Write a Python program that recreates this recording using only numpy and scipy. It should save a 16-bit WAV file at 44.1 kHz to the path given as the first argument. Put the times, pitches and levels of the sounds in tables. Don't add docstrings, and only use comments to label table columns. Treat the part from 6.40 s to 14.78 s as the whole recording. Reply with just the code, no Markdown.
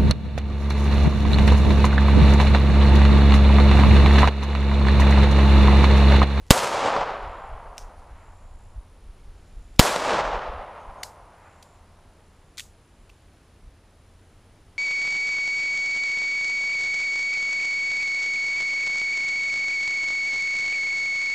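import sys
import numpy as np
from scipy import signal
from scipy.fft import rfft, irfft, next_fast_len
from scipy.io import wavfile
from scipy.ndimage import uniform_filter1d, map_coordinates

SR = 44100
rng = np.random.default_rng(int(sys.argv[2]) if len(sys.argv) > 2 else 0)


def put_to_file(sound):
    columns = np.atleast_2d(sound).T
    safe = np.clip(columns, -1, 1)
    whole_steps = np.round(safe * 32767)
    wavfile.write(sys.argv[1], SR, whole_steps.astype(np.int16))


def natural_amplitude(level_db):
    exponent = np.asarray(level_db, float) / 20
    return 10 ** exponent


N = 369558
T = np.arange(N) / SR


def unit(x):
    return x / np.sqrt(np.mean(x ** 2) + 1e-20)


def along(points, hz):
    f, v = np.transpose(points)
    return np.interp(np.log(hz + 1), np.log(f + 1), v)


def curve_db(rows, t):
    s, db = np.transpose(rows)
    return np.interp(t, s, db)


def wobble(knots_per_s):
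    knots = rng.standard_normal(int(N * knots_per_s / SR) + 4)
    return map_coordinates(knots, [T * knots_per_s])


def filtered(x, response):
    m = next_fast_len(len(x) + 8192)
    return irfft(rfft(x, m) * response(np.fft.rfftfreq(m, 1 / SR)), m)[:len(x)]


def resonance(centre_hz, width_hz):
    return lambda f: 1j * f * width_hz / (centre_hz ** 2 - f * f + 1j * f * width_hz)


def noise(response):
    return unit(filtered(rng.standard_normal(N), response))


# (frequency [Hz], density [dB/Hz])
FLUTTER_COLOUR = [(10, -9.5), (25, 2), (45, -1.5), (70, -10.5), (110, -24), (200, -41.5), (400, -70),
                  (900, -120)]
# (time [s], level [dB])
BREEZE = [(0, -54), (.4, -54), (.7, -44.5), (1.5, -51.5), (2.2, -48.5), (3.2, -47), (3.6, -54),
          (4.1, -45.5), (4.4, -61), (6.2, -58), (6.9, -68), (8.38, -63)]
# (time [s], peak [dB])
PUFFS = [(.01, -50), (.6, -42.5), (.87, -35), (1.14, -32), (1.29, -42), (1.44, -40.5), (1.6, -45),
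         (1.74, -43), (1.92, -44.5), (2.05, -43.5), (2.15, -40.5), (2.27, -42), (2.375, -36), (2.67, -41),
         (2.88, -40), (3.18, -36), (3.3, -45.5), (3.87, -36), (3.95, -32.5), (4.09, -35), (4.17, -37.5),
         (4.5, -44), (5.69, -54), (6.61, -52.5), (6.7, -51), (7.27, -44), (7.75, -53.5), (7.95, -54.5),
         (8.21, -55.5)]


def wind():
    puff_half_s, even_s = 0.029, .07
    flutter = noise(lambda f: natural_amplitude(along(FLUTTER_COLOUR, f)))
    flutter = flutter / np.sqrt(.1 + np.abs(uniform_filter1d(flutter ** 2, size=round(even_s * SR))))
    puffs = sum(natural_amplitude(db) * np.exp(-((T - s) / puff_half_s) ** 2) for s, db in PUFFS)
    return (natural_amplitude(curve_db(BREEZE, T)) + puffs) * unit(natural_amplitude(1.5 * wobble(17)) * flutter)


# (frequency [Hz], density [dB/Hz])
FIELD_COLOUR = [(12, -32.5), (22, -2.5), (65, -4), (104, -7), (134, -10.5), (260, -15), (376, -16.5),
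                (950, -23), (3000, -30.5), (7060, -37.5), (8340, -40.5), (10800, -41), (11500, -46.5),
                (15000, -53)]


def field():
    field_db = -53.5
    return natural_amplitude(field_db - 1.5 + .5 * wobble(2)) * noise(lambda f: natural_amplitude(along(FIELD_COLOUR, f)))


def motor():
    level = natural_amplitude(-57.5 + 1.5 * wobble(2))
    speed_hz = 86 + 1.4 * wobble(4.3)
    return level * np.sin(2 * np.pi * np.cumsum(speed_hz) / SR)


# (time [s], length [s], level [dB])
BUZZ = [(.55, .6, -76.5), (1.6, .78, -75), (2.903, 0.67, -75.5), (4.9, .53, -73.5), (5.6, 1.3, -84),
        (7.4, .7, -87)]


def insects():
    swell_s, stop_s, resting_db = .3, .08, -90.5

    def stroke(hz):
        return np.cos(np.pi * np.cumsum(hz + 2.6 * wobble(4)) / SR) ** 2

    def chorus_colour(f):
        return resonance(9700, 900)(f) ** 2 + natural_amplitude(-7) * resonance(10700, 500)(f) ** 2

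    singer = unit((.3 + stroke(61)) * noise(lambda f: resonance(7200, 700)(f) ** 2))
    chorus = unit((.8 + stroke(62.5)) * noise(chorus_colour))
    bouts = np.zeros(N)
    for s, length, db in BUZZ:
        swell = np.minimum((T - s) / swell_s, (s + length - T) / stop_s)
        bouts += natural_amplitude(db) * np.clip(swell, 0, 1)
    return (natural_amplitude(resting_db) + bouts) * singer + natural_amplitude(-76.5 + wobble(3.3)) * chorus


# (time [s], length [s], pitch [Hz], level [dB])
PEEPS = [
    (1.56, 0.0448, 9900, -73.5),
    (4.37, .08, 6500, -75),
    (4.57, .07, 6500, -71),
]


def bird():
    out = np.zeros(N)
    for s, length, hz, db in PEEPS:
        t = np.clip(T - s, 0, length)
        swell = np.sin(np.pi * t / length) ** .5
        out += natural_amplitude(db + 3) * swell * np.sin(2 * np.pi * hz * (t - .0003 * np.exp(-t / .008)))
    return out


# (time after first crackle [s], peak [dB], ring [Hz], contact [s], crack over ring [dB])
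HAMMER = (-.004, -29, 3500, .0012, -4)
PLATE = [
    (.46, -27, 2000, .0007, -25),
    (.4614, -33.5, 5000, .001, -20),
]
# (time [s], peak [dB], ring [Hz], contact [s], crack over ring [dB])
SPRING = (1.384, -42, 5600, 0.6, -3)
# (time [s], peak [dB], ring [Hz], crack over ring [dB])
TRIGGER = [(.0662, -47.5, 7000, 2.5), (.0752, -46, 3003, 0.4), (.0815, -40.5, 5725, -2.5),
           (3.359, -47, 5004, -5), (3.363, -43.5, 5500, 1.1)]
# (time [s], peak [dB], ring [Hz], crack over ring [dB])
HANDLING = [(1.371, -42.5, 2973, -4), (1.3798, -21, 5760, -1.5), (1.3905, -35, 5780, -7),
            (1.595, -55.5, 3970, 6), (4.631, -27, 1510, 3), (4.632, -22, 2210, 1.5),
            (4.6338, -22.5, 4580, 4.5), (4.92, -58, 6474, -6), (4.985, -59.5, 12500, -6),
            (5.226, -38, 3522, 3.5), (5.229, -42, 4304, 5), (6.172, -35, 6800, .6), (6.179, -27, 4350, .2),
            (6.1817, -19.5, 4400, -3), (6.186, -28, 3412, 1.5), (6.189, -29, 3393, 2.2),
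            (6.1947, -23, 2030, -3), (6.196, -23, 3200, 4), (6.2037, -23, 2800, 0), (6.209, -40, 4370, 2.2),
            (6.694, -28.5, 945, -18), (6.695, -39.5, 2590, -8), (6.699, -37, 2700, -10.5),
            (6.6992, -46.5, 4800, -9)]


def contacts():
    trigger_contact_s, handling_contact_s = .001, 0.00131
    touches = [SPRING]
    for start, _, _ in SHOTS:
        touches += [(start + s, *rest) for s, *rest in [HAMMER, *PLATE]]
    for rows, contact_s in [(TRIGGER, trigger_contact_s), (HANDLING, handling_contact_s)]:
        touches += [(s, db, hz, contact_s, crack_db) for s, db, hz, crack_db in rows]
    return touches


# (frequency [Hz], level [dB])
LEAF_COLOUR = [(1500, -13), (4000, -3), (6500, 1), (14000, 3.5)]
# (frequency [Hz], t60 [s])
LEAF_T60 = [(2000, .08), (4000, .2), (7000, 0.27), (14000, .25)]


def leaf_answer(struck):
    hz, t, z = signal.stft(struck, SR, nperseg=128)
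    lag = t[:90]
    fade_db = along(LEAF_COLOUR, hz)[:, None] - 60 * lag / along(LEAF_T60, hz)[:, None]
    fade = natural_amplitude(fade_db) ** 2 * (lag > .003)
    energy = uniform_filter1d(np.abs(z) ** 2, size=5, axis=0)
    power = np.abs(signal.fftconvolve(energy, fade, axes=1)[:, :len(t)])
    fresh = signal.stft(rng.standard_normal(N), SR, nperseg=128)[2]
    return natural_amplitude(-19.0) * signal.istft(np.sqrt(power) * fresh / np.std(fresh), SR, nperseg=128)[1][:N]


# (frequency [Hz], level [dB])
STEEL = [(500, -33.5), (1000, -13.5), (2000, -2.5), (4500, -3), (7000, -2.5), (10000, -9.5), (15000, -19)]


def clicks():
    rise_s = 0.00033
    out, t = np.zeros(N), np.arange(2048) / SR
    for s, db, hz, contact_s, crack_db in contacts():
        ring = unit(filtered(rng.standard_normal(len(t)), lambda f: resonance(hz, .2 * hz)(f) ** 2))
        crack = unit(filtered(rng.standard_normal(len(t)), lambda f: natural_amplitude(along(STEEL, f))))
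        u = t / max(contact_s, .0003)
        envelope = np.minimum(t / rise_s, 1) * np.sqrt(u) * np.exp(-u)
        out[round(s * SR):][:len(t)] += natural_amplitude(db - 4.0) * envelope * (ring + natural_amplitude(crack_db) * crack)
    return out + leaf_answer(out)


# (time after blast [s], level [dB])
ROLL = [(0, -23.5), (.1, -27.5), (.2, -27.5), (.41, -23.5), (.65, -33), (1.05, -43.5), (1.5, -53),
        (2.3, -64), (3.6, -80)]
# (time after blast [s], depth [s], roll [dB], foliage [dB], ground [dB])
STANDS = [(.012, .02, 0, 1, 5), (.058, .01, 2, -6, -1.5), (.08, 0.016, 0.5, 3.5, 1),
          (.13, 0.015, 3, -3.5, -8), (.33, 0.062, 0.4, 2, 7), (1.2, .09, 3, -3.5, -2),
          (1.7, .1, 0, 10.5, 8)]


def landscape(after):
    foliage_db, foliage_fade_db, foliage_s = 3, -11.5, .45
    ground_db, ground_fade_db_per_s, ground_ends_s = 2.5, -17, 0.95
    roll = curve_db(ROLL, after)
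    foliage = foliage_db + foliage_fade_db * (1 - np.exp(-after.clip(0) / foliage_s))
    ground = ground_db + ground_fade_db_per_s * after.clip(0, ground_ends_s)
    stands = sum(np.outer(dbs, np.exp(-((after - s) / depth) ** 2)) for s, depth, *dbs in STANDS)
    return np.array([roll, foliage, ground]) + stands


# (frequency [Hz], density [dB/Hz])
ECHO_COLOUR = [(50, -32), (110, -13), (229, -14), (290, -16.5), (490, -1), (632, -2.5), (870, -1),
               (1250, -4.5), (1800, -11), (3500, -15.5), (7550, -18.5), (11000, -27), (14600, -37),
               (15900, -51.5)]
# (frequency [Hz], loss per path time [dB/s])
AIR_LOSS = [(2000, 0.5), (3000, -4), (5000, -22), (7500, -44.5), (10000, -67), (15000, -120)]
# (frequency [Hz], share of ground change)
GROUND_SHARE = [(130, .1), (250, 1), (400, 0.64), (600, 0)]
# (frequency [Hz], share of foliage change)
FOLIAGE_SHARE = [(1000, 0), (1700, 0.77), (2800, 0.96), (6000, 0.67), (15000, 0.24)]
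# (time after blast [s], level over roll [dB])
SLAPS = [(.011, 4), (.054, 4.5), (.068, 4.5), (.083, 3), (.165, 10), (0.455, 5), (.48, 3.5), (0.596, 8)]


def echo():
    out = np.zeros(N)
    for _, _, end in SHOTS:
        lumps_db = 0.9 * wobble(250) + 1.1 * wobble(40)
        lumps_db += sum(db * np.exp(-((T - end - s) / 0.0012) ** 2) for s, db in SLAPS)
        hz, t, z = signal.stft(unit(natural_amplitude(lumps_db)) * rng.standard_normal(N), SR, nperseg=256)
        roll_db, foliage_db, ground_db = landscape(t - end)
        shape_db = along(ECHO_COLOUR, hz)[:, None] + 16.5 + roll_db
        shape_db += along(FOLIAGE_SHARE, hz)[:, None] * foliage_db
        shape_db += along(GROUND_SHARE, hz)[:, None] * ground_db
        shape_db += along(AIR_LOSS, hz)[:, None] * (t - end - .1).clip(-.1)
        out += (T > end) * signal.istft(z * natural_amplitude(shape_db), SR, nperseg=256)[1][:N]
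    return out


# (first crackle [s], blast front [s], blast end [s])
SHOTS = [
    (.1052, .1074, .1103),
    (3.3925, 3.3947, 3.3975),
]


def blast():
    def rattle_colour(f):
        low = natural_amplitude(1.5) * resonance(1300, 1000)(f)
        return resonance(3500, 4500)(f) ** 2 + natural_amplitude(-17.5) * resonance(9800, 2000)(f) + low

    out = np.zeros(N)
    rattle = noise(rattle_colour)
    for start, front, end in SHOTS:
        rise = np.clip((T - start) / (front - start), 0, 1) * (T < front)
        out += natural_amplitude(4) * rise ** 1.5 * rattle
        push = np.sin(np.pi * np.clip((T - front) / (end - front), 0, 1)).clip(0)
        out -= natural_amplitude(16) * np.sqrt(push)
        after = np.clip(T - end, 0, 1)
        rebound = natural_amplitude(8.5 - 60 * after / 0.0029) + natural_amplitude(-17) * np.exp(-((after - .008) / .005) ** 2)
        rattle_level = natural_amplitude(-3.5 - 60 * after / 0.013) + natural_amplitude(-16.5 - 60 * after / 0.042)
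        out += (T >= end) * (rebound + rattle_level * rattle)
    return out


def scene():
    mono = wind() + field() + motor() + insects() + bird() + clicks() + echo() + blast()
    return np.array([mono, mono])


def roll_off(x):
    return signal.sosfilt(signal.butter(12, 15400, fs=SR, output="sos"), x)


def record(dry):
    held = dry[0] / (1 + np.abs(dry[0] / 1.03) ** 6) ** (1 / 6)
    coupled = filtered(held, lambda f: 1j * f / (11 + 1j * f) / (1 + (f / 15300) ** 80))
    hiss = natural_amplitude(-79.0) * noise(lambda f: 1 / (1 + (f / 9000) ** 30) / (1 + (300 / (f + 1)) ** 4))
    side = hiss + natural_amplitude(-35.5) * filtered(held, lambda f: resonance(150, 200)(f) * 1j)
    mix = np.clip([coupled + side, coupled - side], -1, 1)
    return roll_off(mix)


dry = scene()
out = record(dry)
put_to_file(out)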